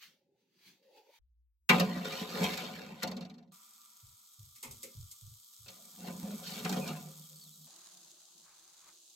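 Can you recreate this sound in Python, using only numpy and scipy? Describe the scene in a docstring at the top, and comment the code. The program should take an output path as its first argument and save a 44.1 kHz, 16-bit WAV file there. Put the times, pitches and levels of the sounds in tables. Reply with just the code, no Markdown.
"""A baking tray is lifted off a cloth, banged onto an oven rack, slid in and left rocking on the wires.
Then the food sizzles, steps thud, something clacks nearby, the tray is dragged out and set on a table.
The scenes follow each other by hard cuts; oven and table are heard by differently placed microphone pairs."""
import sys
import numpy as np
from scipy import signal
from scipy.fft import rfft, irfft, next_fast_len
from scipy.io import wavfile
from scipy.ndimage import uniform_filter1d

SR = 44100
rng = np.random.default_rng(int(sys.argv[2]) if len(sys.argv) > 2 else 0)


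def output_pcm(signal):
    """Save a mono or channel-first signal as 16-bit PCM at the path in sys.argv[1].

    Samples are clipped to [-1, 1] before scaling.
    """
    pcm = np.clip(np.atleast_2d(signal).T, -1, 1) * 32767
    wavfile.write(sys.argv[1], SR, np.round(pcm).astype(np.int16))


N = 403515

# the tray sliding on the rack: (s, weight on the rack dB, scrape on the wires dB)
SLIDE_IN, SLIDE_OUT = [
    [(1.695, -31.5, -27.5), (1.723, -22.5, -41), (1.921, -34.5, -54.5), (2.267, -51, -52), (2.441, -34.5, -41),
     (2.557, -46.5, -46.5), (2.965, -44, -64.5), (3.03, -72, -57)],
    [(5.66, -70, -66), (5.96, -60.5, -83.5), (5.995, -42, -73), (6.08, -50.5, -54.5), (6.13, -37, -72.5), (6.32, -42, -63), (6.4, -46.5, -69),
     (6.5, -49, -61.5), (6.72, -31.5, -55), (6.82, -33, -64.5), (6.89, -38.5, -51.5), (7.05, -48.5, -72), (7.29, -67, -88.5), (7.67, -60, -100)],
]
# tray meets rack: (s, thud dB, rim dB, wires dB)
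BLOWS = [(1.6901, -22.5, -13, -21), (1.7967, -27, -26.5, -22.5), (1.959, -31, -72, -47), (2.05, -85, -40, -40), (2.121, -43.5, -44, -36),
         (2.207, -29.5, -69, -52), (2.402, -24.5, -66, -40.5), (2.438, -30, -44, -26.5), (2.573, -49, -35, -29.5), (3.022, -57, -30, -36), (3.03, -38, -45, -24.5),
         (5.681, -66.5, -53, -36), (6.072, -35, -46, -64), (6.093, -37.5, -75, -79), (6.221, -33.5, -85, -103), (6.6466, -31, -32, -29.5), (6.692, -30.5, -56, -28),
         (6.724, -68, -45, -28), (6.762, -28.5, -45, -34.5), (6.789, -44.5, -75, -51), (6.8746, -79, -62, -30.5)]
METAL = [(85, 30, -25), (158, 14, -6), (183, 14, 0), (212, 12, -2), (236, 12, -5), (370, 30, -10), (435, 10, -7), (466, 14, -12), (539, 22, -10), (693, 16, -9), (740, 18, -9.5), (892, 10, -9), (1020, 14, -11), (1219, 14, -8), (1437, 16, -14), (1948, 30, -14), (2280, 30, -14), (2512, 30, -15), (2715, 24, -19), (3193, 24, -14), (3700, 70, -22), (3930, 60, -21), (4250, 150, -25), (4700, 90, -21), (5700, 40, -26), (7300, 60, -26)]  # tray and rack modes: (Hz, width Hz, dB)  # fixed
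SHEET = [(30, -55), (100, -20), (200, 7.5), (320, 4), (600, 1.5), (2700, -0.5), (5600, -10.5), (9600, -22), (11500, -17.5), (15900, -24)]  # between the modes: (Hz, dB per Hz)
PART_HZ = [55, 300, 1000, 3400, 6500, 16500]  # edges of belly, panel, rim, wires, wire treble  # fixed
BLOW_T60 = [0.027, 0.09, 0.14, 0.056, 0.033]  # how long each part rattles after a blow (s)
# clacks in the kitchen: (s, level dB, then boom, thunk, knock, snap dB relative to it, crack t60 s)
CLACKS = [(4.5574, -41.5, -32.5, -46.5, -28, -18, 0.13), (4.628, -29, -22.5, -22.5, -10.5, -15.5, 0.18),
          (4.7103, -34, -57, -36, -25, -55, 0.13), (4.8304, -28.5, -27.5, -16.5, -34, -20, 0.13),
          (5.1133, -32.5, -61.5, -54, -44, -35, 0.1)]
STEPS = [(4.023, -54, 0.066), (4.386, -50, 0.073), (4.656, -48, 0.07), (4.95, -38.5, 0.067), (5.22, -42, 0.063),
         (5.589, -54.5, 0.064)]  # footfalls: (s, level dB, length s)
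BOARDS = [(25, -7), (49, -5.5), (113, 11.5), (143, 1), (194, -30), (340, -84)]  # floor boards: (Hz, dB per Hz)
DRONE = [(42, -13), (60, 17), (80, -16), (130, -43), (320, -100)]  # (Hz, dB per Hz)
FRY_OVEN, FRY_TABLE = [
    [(3.52, -59.5, -66.5), (4.46, -60, -78.5), (4.83, -56, -73.5), (5.44, -58, -79), (6.78, -48.5, -61),
     (7.06, -54.5, -69), (7.67, -57, -81.5)],
    [(7.67, -56.5, -69), (8.642, -61.5, -78), (9.15, -59.5, -80)],
]  # (s, sizzle dB, low murmur dB)
FIZZ_OVEN = [(1530, -100), (2600, -24), (3240, -3), (4490, -3.5), (9210, -0.5), (11700, -3.5), (13500, -4.5), (15900, -8.5)]  # (Hz, dB per Hz)
FIZZ_TABLE = [(1530, -51), (2600, -11), (3970, 0.5), (5800, -3), (6360, 3.5), (12200, -10), (15900, -17.5)]  # (Hz, dB per Hz)
SPITS = [(7.2697, -37), (7.493, -32.5), (7.7624, -39), (7.8688, -35)]  # loudest pops of fat: (s, level dB)
WEAVE, DRAG, ROOM = [(590, -19.5), (2410, 0.5), (3490, -1), (4830, 1), (5170, -7.5), (5880, -4),
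                     (7940, -13.5), (15900, -12)], [(160, -56), (280, -16), (550, 10), (633, -5), (890, -0.5), (1300, -56),
                         (2860, -120)], [(30, -64), (177, -11), (302, -19.5), (400, -11), (520, -45), (880, -120)]  # (Hz, dB per Hz)
ALIKE_OVEN = [(60, 0.94), (250, 0.98), (500, 0.5), (1300, 0.31), (4500, 0.32), (5500, 0.017), (6800, 1), (10500, 1), (13300, 0.93), (15500, 0.62)]  # (Hz, likeness)
ALIKE_TABLE = [(60, 1), (1400, 0.72), (3000, 0.33), (7000, 0.12), (10000, -0.53), (15500, 0.94)]  # (Hz, likeness)
TURN_HZ = 6748  # over this the right port leads by one cycle for each such step
TABLE_FROM = 7.67  # s, fixed
TOP_HZ = 15950  # fixed
CLACK_TOP = [(1760, -52.5), (3000, -3.5), (9160, 8), (13100, 1), (15900, -10)]  # (Hz, dB per Hz)
CLACK_BODY = [[(229, 20, 0)], [(390, 48, 6.5), (532, 39, 5.5)], [(890, 170, 7), (1270, 250, 0.5)], [(2136, 130, 10.5), (2570, 190, 8.5), (3000, 1200, -2)]]  # boom, thunk, knock, snap modes: (Hz, width Hz, dB)
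CAVITY = [(211, 26, -1.5), (782, 75, -10), (970, 20, 2), (1187, 28, 9), (1353, 53, 3.5), (2360, 430, -8)]  # air in the oven: (Hz, width Hz, dB)
KITCHEN = [(47, -63), (80, -41), (177, -4.5), (258, -20), (344, -1.5), (418, -15), (678, -9), (1800, -22.5), (2340, -31),
           (3960, -120)]  # (Hz, dB per Hz)
MITTS = [(7.822, -70, 0.54, 0.69), (8.468, -68, 0.047, 0.46), (8.89, -64.5, 0.16, 0.06)]  # oven gloves shift on the tray rim; same columns
FELT = [(450, -14.5), (650, -7.5), (1200, 0), (1800, -7.5), (2500, -8), (3400, -25)]  # (Hz, dB per Hz)
SETTLE = [(-36.5, 54), (-43, 66.5), (-85, 92), (-59, 77)]  # belly, panel, rim, wires: (start dB, loss dB per s)
ROCKING = [(3.0738, -32.5), (3.113, -35), (3.166, -37), (3.207, -39), (3.2233, -47.5), (3.2482, -44.5), (3.2966, -46), (3.339, -52),
           (3.3804, -52), (3.425, -60.5), (3.474, -69.5), (3.513, -63)]  # the tray ticks as it rocks: (s, wires dB)
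TICK_DB = (-25.5, -11)  # thud and rim above the wires in a tick
SQUEAK = [(7.214, 0.069, 3660, 3050, -62.5), (7.355, 0.022, 4304, 4500, -58), (7.408, 0.047, 4750, 4150, -55), (7.445, 0.068, 4200, 3263, -61), (7.515, 0.058, 4004, 3857, -61.5), (7.63, .035, 4520, 3740, -62)]  # steam squeaks out of the food: (s, length s, from Hz, to Hz, dB)
STROKES = [(2.043, 2.24, -62, -55), (6.433, 6.606, -60.5, -51)]  # firm shoves that start and stop at once: (s from, s to, rim dB, wires dB)
RUSTLE = [(.03, -52.5, 0.045, 0.11), (.41, -82, 0.1, 0.096), (.68, -58, 0.13, .11), (.83, -77.5, 0.0083, 0.4), (.98, -64.5, 0.074, 0.05), (1.16, -64.5, 0.16, 0.11)]  # hands on the cloth: (s, peak dB, rise s, fall s)
WEIGHT_SHARE = [0.72, 0.47, 0.13, 0]  # how far belly, panel, rim, wires follow the weight rather than the scrape
PANEL_SHARE, PANEL_DB = 0.61, 3  # a blow's panel level: a weighted mix of thud and wires, plus a dB offset
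SETTLE_S = (3.03, 3.53)  # let go, the tray shivers to rest until the scene cuts  # fixed
HUM_S = (1.195, 1.69)  # the low oven drone is heard while the oven stands empty  # fixed
HUM_DB, HUM_LOSS_DB_PER_S = -65.5, 24
LIFT = [(6.88, -40, 0.4, 0.39), (7.6, -62.5, 0.92, .5)]  # the freed tray hums on: (s, level dB, rise s, fall s)
OVEN_FROM = 1.19  # s, fixed
PULL = [(.12, -80.5, 0.083, 1), (.9, -72, 0.05, 0.9), (.98, -58.5, 0.088, 0.067), (1.1, -61, 0.22, 0.024)]  # the tray drags over the cloth; same columns
BUMPS = [(.666, -73.5, 0.058, 0.29)]  # soft low bumps; same columns
ROOM_DB, ROOM_LOSS_DB_PER_S, ROOM_UNTIL = -81.5, 0, 0.61  # a low room tone holds a steady level, then stops (s)
ALIKE_TRAY = [(60, 0.97), (240, 0.98), (500, 0.67), (950, 0.52), (1900, 0.099), (3800, 0.52), (5500, 0.028), (6800, 1), (10500, 1), (13300, .93), (15500, .7)]  # (Hz, likeness)
BLOW_RISE = [0.015, 0.01, 0.0032, 0.0044, 0.0018]  # the heavy parts speak later (s)
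PUSH_DB, PUSH_LATE_S = (23, 4.5), 0.0074  # the single push that a blow gives belly and panel: over the thud, after the click
TICK_HZ, TICK_T60, TICK_RING_DB = 4275, .03, -2.5  # the one wire that every tick plucks
SINGING = [(1.87, 0.13, 1900, 1875, -48), (2.155, 0.067, 2860, 2970, -46), (6.235, .135, 212.8, 205.8, -36.5), (6.81, 0.1, 2495, 2345, -46), (6.835, 0.058, 1429, 1450, -54),
           (6.882, 0.056, 1194, 1220, -49.5)]  # the sliding rim makes one mode sing: (s, length s, from Hz, to Hz, dB)
LIFT_HZ, BEAT_HZ, BEAT_DEPTH, BEAT_TOP_S = 155, 7.2, .65, 7.49  # two close modes beat  # fixed
PINGS = [(1.701, 1222, -24), (1.712, 3280, -32), (1.799, 4300, -32), (1.799, 4900, -29.5), (2.051, 3620, -36), (2.122, 2386, -35.5), (2.22, 3350, -41), (2.441, 2540, -32), (2.441, 3193, -27),
         (3.03, 4150, -33), (6.723, 2480, -40)]  # contacts that favour one mode: (s, Hz, dB)
PING_CYCLES = 300  # cycles until 60 dB are lost  # fixed
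LEAN = [(150, -1.56), (500, 2), (3000, 0)]  # tray, left over right: (Hz, dB)


def amp(db):
    """dB to gain."""
    return 10 ** (np.asarray(db) / 20)


def unit(x):
    """Scale to rms 1."""
    return x / np.sqrt(np.mean(x ** 2) + 1e-20)


def along(points, hz):
    """(Hz, value) points on a log axis."""
    f, v = np.transpose(points)
    return np.interp(np.log(hz + 1), np.log(f + 1), v)


def gains(rows):
    """A gain per sample for each dB column, silent outside the table."""
    s, *cols = np.transpose(rows)
    return [amp(np.interp(np.arange(N) / SR, s, c, -200, -200)) for c in cols]  # fixed


def filtered(x, response):
    """x times a complex response of frequency."""
    m = next_fast_len(N + 8192)
    return irfft(rfft(x, m) * response(np.fft.rfftfreq(m, 1 / SR)), m)[..., :N]


def modes(table, f):
    """Causal response of (Hz, width, dB) resonances."""
    return sum((-1) ** k * amp(db) * 1j * f * w / (c * c - f * f + 1j * f * w) for k, (c, w, db) in enumerate(table))


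def noise(spectrum):
    """Noise pair of one colour."""
    return drawn(lambda hz: amp(along(spectrum, hz)))


def bursts(times, levels_db, t60s, rise):
    """Envelope of sudden starts that die away."""
    out, t = np.zeros(N + SR), np.arange(SR // 3) / SR
    for s, db, t60 in zip(times, levels_db, t60s):
        out[round(s * SR):][:len(t)] += amp(db - 60 * t / t60) * (1 - np.exp(-t / rise))
    return out[:N]


def grit(per_s, spread_db, life):
    """Gain of a rough contact: tiny random catches over an even rub."""
    catches = np.zeros(N)
    at, size = rng.random((round(per_s * N / SR), 2)).T
    catches[(at * N).astype(int)] = amp(-spread_db * np.log(size + 0.013))
    return unit(1 + signal.lfilter([1], [1, -np.exp(-1 / (life * SR))], catches))


def ports(pair, alike, turn_hz):
    """Two microphone ports: partly alike, the treble of one ahead of the other."""
    mix = lambda hz: np.arccos(np.clip(along(alike, hz), -1, 1)) / 2
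    lead = lambda hz: np.pi * np.maximum(hz / turn_hz - 1, 0)
    mid, side = filtered(pair, lambda hz: np.array([np.cos(mix(hz)), np.sin(mix(hz))]))
    return filtered(np.array([mid + side, mid - side]), lambda hz: np.exp(1j * np.outer([-1, 1], lead(hz))))


def tray():
    """Rubbing and blows drive the same modes; each part of the metal has its own level."""
    ticks = [(s, db + TICK_DB[0], db + TICK_DB[1], db) for s, db in ROCKING]
    s, thud_db, rim_db, wires_db = np.transpose(BLOWS + ticks)
    panel_db = PANEL_DB + PANEL_SHARE * thud_db + (1 - PANEL_SHARE) * wires_db
    treble_db = wires_db - 5 + .7 * (wires_db + 30)  # softer blows are duller  # fixed
    blow_db = [thud_db, panel_db, rim_db, wires_db, treble_db]
    settle = [(at, *(db - loss * (at - SETTLE_S[0]) for db, loss in SETTLE)) for at in SETTLE_S]
    slide = rubbed(SLIDE_IN) + gains(settle) + rubbed(SLIDE_OUT) + shoves()
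    rub = np.vstack([slide, amp(-5.0) * slide[-1]])  # the treble follows the wires
    rub[2:] *= grit(per_s=400, spread_db=1.8, life=.0005)  # only the light parts follow small catches  # fixed
    hits = [bursts(s, db - 4.5, np.full(len(s), t60), rise) for db, t60, rise in zip(blow_db, BLOW_T60, BLOW_RISE)]
    contact = patches(4, wide=2, long=7)  # the contact point wanders, so it drives now one mode, now another  # fixed
    even = rng.standard_normal((2, N))  # belly and treble are rubbed, wires struck, evenly
    drive = rub[:, None] * [even, contact, contact, contact, even] + np.array(hits)[:, None] * [contact, contact, contact, even, even]
    drive[:2, 0, np.round((s + PUSH_LATE_S) * SR).astype(int)] += amp(thud_db + np.array(PUSH_DB)[:, None])
    return filtered(drive, metal).sum(axis=0)


def clacks():
    """A bright crack, then a hollow body that speaks a little later and longer."""
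    s, db, *body_db, t60 = np.transpose(CLACKS)
    out = bursts(s, db - 11.5, t60, rise=0.00019) * noise(CLACK_TOP)
    for table, above, stretch, rise in zip(CLACK_BODY, body_db, [3.5, 2.04, 1.2, 1.68], [0.023, 0.013, 0.03, 0.0035]):
        out += bursts(s, db + above - 4.0, stretch * t60, rise) * rung(table)
    return out


def steps():
    """Each footfall swells fast and dies in the floor boards."""
    swell, u = np.zeros(N), np.arange(SR // 2) / SR
    for s, db, length in STEPS:
        swell[round(s * SR):][:len(u)] += amp(db) * (u / length) ** 0.74 * np.exp(-(u / length) ** 1.51)
    return swell * noise(BOARDS)


def sizzle(level, fizz, spits):
    """Fat fizzes as fine noise with small bursting bubbles and a few sharp pops."""
    s, db = np.transpose(spits)
    pops = bursts(s, db - 9.5, np.full(len(s), .006), rise=0.00037)
    return (level * grit(per_s=150, spread_db=2.5, life=.0008) + pops) * noise(fizz)  # fixed


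def cloth():
    """Hands and tray brush the table cloth in a quiet room; later gloves brush the tray."""
    room = gains(fading(0, ROOM_UNTIL, ROOM_DB, ROOM_LOSS_DB_PER_S))[0] + swells(BUMPS, 0, OVEN_FROM)
    drag = swells(PULL, 0, OVEN_FROM) * blotchy(DRAG, depth_db=6.0)
    lift = swells(RUSTLE, 0, OVEN_FROM) * blotchy(WEAVE, depth_db=3) + drag + room * blotchy(ROOM, depth_db=4.5)  # fixed
    return lift + swells(MITTS, TABLE_FROM, N / SR) * noise(FELT)


def patches(depth_db, wide, long):
    """Two unrelated white noises with patches of random gain, wide bins by long frames."""
    z = signal.stft(rng.standard_normal((2, N)), nperseg=512)[2]
    field = uniform_filter1d(uniform_filter1d(rng.standard_normal(z.shape[1:]), size=wide, axis=0), size=long, axis=1)
    return unit(signal.istft(z * amp(depth_db * unit(field)), nperseg=512)[1][:, :N])


def rung(table):
    """Noise pair through resonances."""
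    return drawn(lambda f: modes(table, f))


def metal(f):
    """Response of each part of tray and rack, at equal power."""
    whole = modes(METAL, f) + amp(along(SHEET, f) - 21.0)
    lo, hi = np.array(PART_HZ[:-1])[:, None], np.array(PART_HZ[1:])[:, None]
    parts = whole / (1 + (lo / (f + 1)) ** 8) / (1 + (f / hi) ** 8)  # fixed
    parts = causal(abs(parts))
    return (parts / np.sqrt(np.mean(abs(parts) ** 2, axis=1, keepdims=True)))[:, None]


def lifted():
    """Off the rack, a low mode of the tray rings on, its level beating slowly."""
    t = np.arange(N) / SR - BEAT_TOP_S
    level = swells(LIFT, OVEN_FROM, TABLE_FROM) * (1 + BEAT_DEPTH * np.cos(2 * np.pi * BEAT_HZ * t))
    line = level * np.sin(2 * np.pi * LIFT_HZ * t)
    return np.array([line, 0 * line])


def drawn(response):
    """Two unrelated noises of rms 1 with the given response."""
    m = next_fast_len(N, real=True)
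    hz = np.fft.rfftfreq(m, 1 / SR)
    re, im = rng.standard_normal((2, 2, len(hz)))
    return unit(irfft((re + 1j * im) * response(hz), m)[:, :N])




def shoves():
    """Extra rubbing of rim and wires during each firm shove."""
    out = np.zeros((4, N))
    for start, stop, *levels_db in STROKES:
        out[2:, round(start * SR):round(stop * SR)] = amp(levels_db)[:, None]
    return uniform_filter1d(out, size=500, axis=1)


def squeaks(rows, flutter):
    """Short whistles that glide and flutter in pitch and strength."""
    out = np.zeros((2, N))
    for s, length, from_hz, to_hz, db in rows:
        u = np.arange(round(length * SR)) / (length * SR)
        hz = to_hz + (from_hz - to_hz) * (1 - u) ** 2 + flutter * to_hz * np.interp(u * length * to_hz / 6, np.arange(80), rng.standard_normal(80))  # fixed
        out[0, round(s * SR):][:len(u)] += amp(db) * (1 + (hz - hz.mean()) / (hz.std() + 1) / 2) * np.sin(np.pi * u) ** .5 * np.sin(2 * np.pi * np.cumsum(hz) / SR)
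    return out


def fading(start, stop, db, loss_db_per_s):
    """Two-point level line that sinks steadily."""
    return [(start, db), (stop, db - loss_db_per_s * (stop - start))]


def swells(rows, start, stop):
    """Gain of strokes that gain 20 dB in their rise time and lose it in their fall time, inside one scene."""
    t = np.arange(N) / SR
    each = [amp(db - 20 * np.where(t < s, (s - t) / rise, (t - s) / fall)) for s, db, rise, fall in rows]
    return sum(each) * (t >= start) * (t < stop)


def rubbed(rows):
    """Weight and scrape shared out over belly, panel, rim and wires."""
    weight, scrape = gains(rows)
    share = np.clip(WEIGHT_SHARE, 0, 1)[:, None]
    return weight ** share * scrape ** (1 - share)


def blotchy(spectrum, depth_db):
    """Noise pair of one colour that comes and goes in patches."""
    return unit(filtered(patches(depth_db, wide=2, long=16), lambda hz: amp(along(spectrum, hz))))


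def plucked():
    """Each tick of the rocking tray rings one wire briefly; some contacts ring one mode out clearly."""
    ticks = [(s, TICK_HZ * (1 + 0.028 * rng.standard_normal()), db + TICK_RING_DB, TICK_T60) for s, db in ROCKING]
    pings = [(s, hz, db, PING_CYCLES / hz) for s, hz, db in PINGS]
    t = np.arange(N) / SR
    line = sum(bursts([s], [db], [t60], rise=.002) * np.sin(2 * np.pi * hz * (t - s)) for s, hz, db, t60 in ticks + pings)
    return np.array([line, 0 * line])


def causal(gain):
    """Minimum-phase response with the given gains."""
    c = irfft(np.log(gain + 1e-6))  # fixed
    half = c.shape[-1] // 2
    c[..., 1:half] *= 2
    c[..., half + 1:] = 0
    return np.exp(rfft(c))


def scene():
    """Oven and table, each through its own microphone placing."""
    oven_spits = [row for row in SPITS if row[0] < TABLE_FROM]
    table_spits = [row for row in SPITS if row[0] >= TABLE_FROM]
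    (oven_fry, oven_air), (table_fry, table_air) = gains(FRY_OVEN), gains(FRY_TABLE)
    air = gains(fading(*HUM_S, HUM_DB, HUM_LOSS_DB_PER_S))[0] * noise(DRONE) + oven_air * rung(CAVITY)
    oven = squeaks(SQUEAK, flutter=.04) + clacks() + steps() + air + sizzle(oven_fry, FIZZ_OVEN, oven_spits)
    table = cloth() + table_air * blotchy(KITCHEN, depth_db=4.5) + sizzle(table_fry, FIZZ_TABLE, table_spits)  # fixed
    sheet = ports(tray() + lifted() + plucked() + squeaks(SINGING, flutter=.035), ALIKE_TRAY, TURN_HZ)
    sheet = filtered(sheet, lambda hz: amp(np.outer([.5, -.5], along(LEAN, hz))))
    return sheet + ports(oven, ALIKE_OVEN, TURN_HZ) + ports(table, ALIKE_TABLE, SR)  # fixed


def record(dry):
    """The camera keeps nothing above its band limit."""
    return filtered(dry, lambda hz: hz < TOP_HZ)


dry = scene()
out = record(dry)
output_pcm(out)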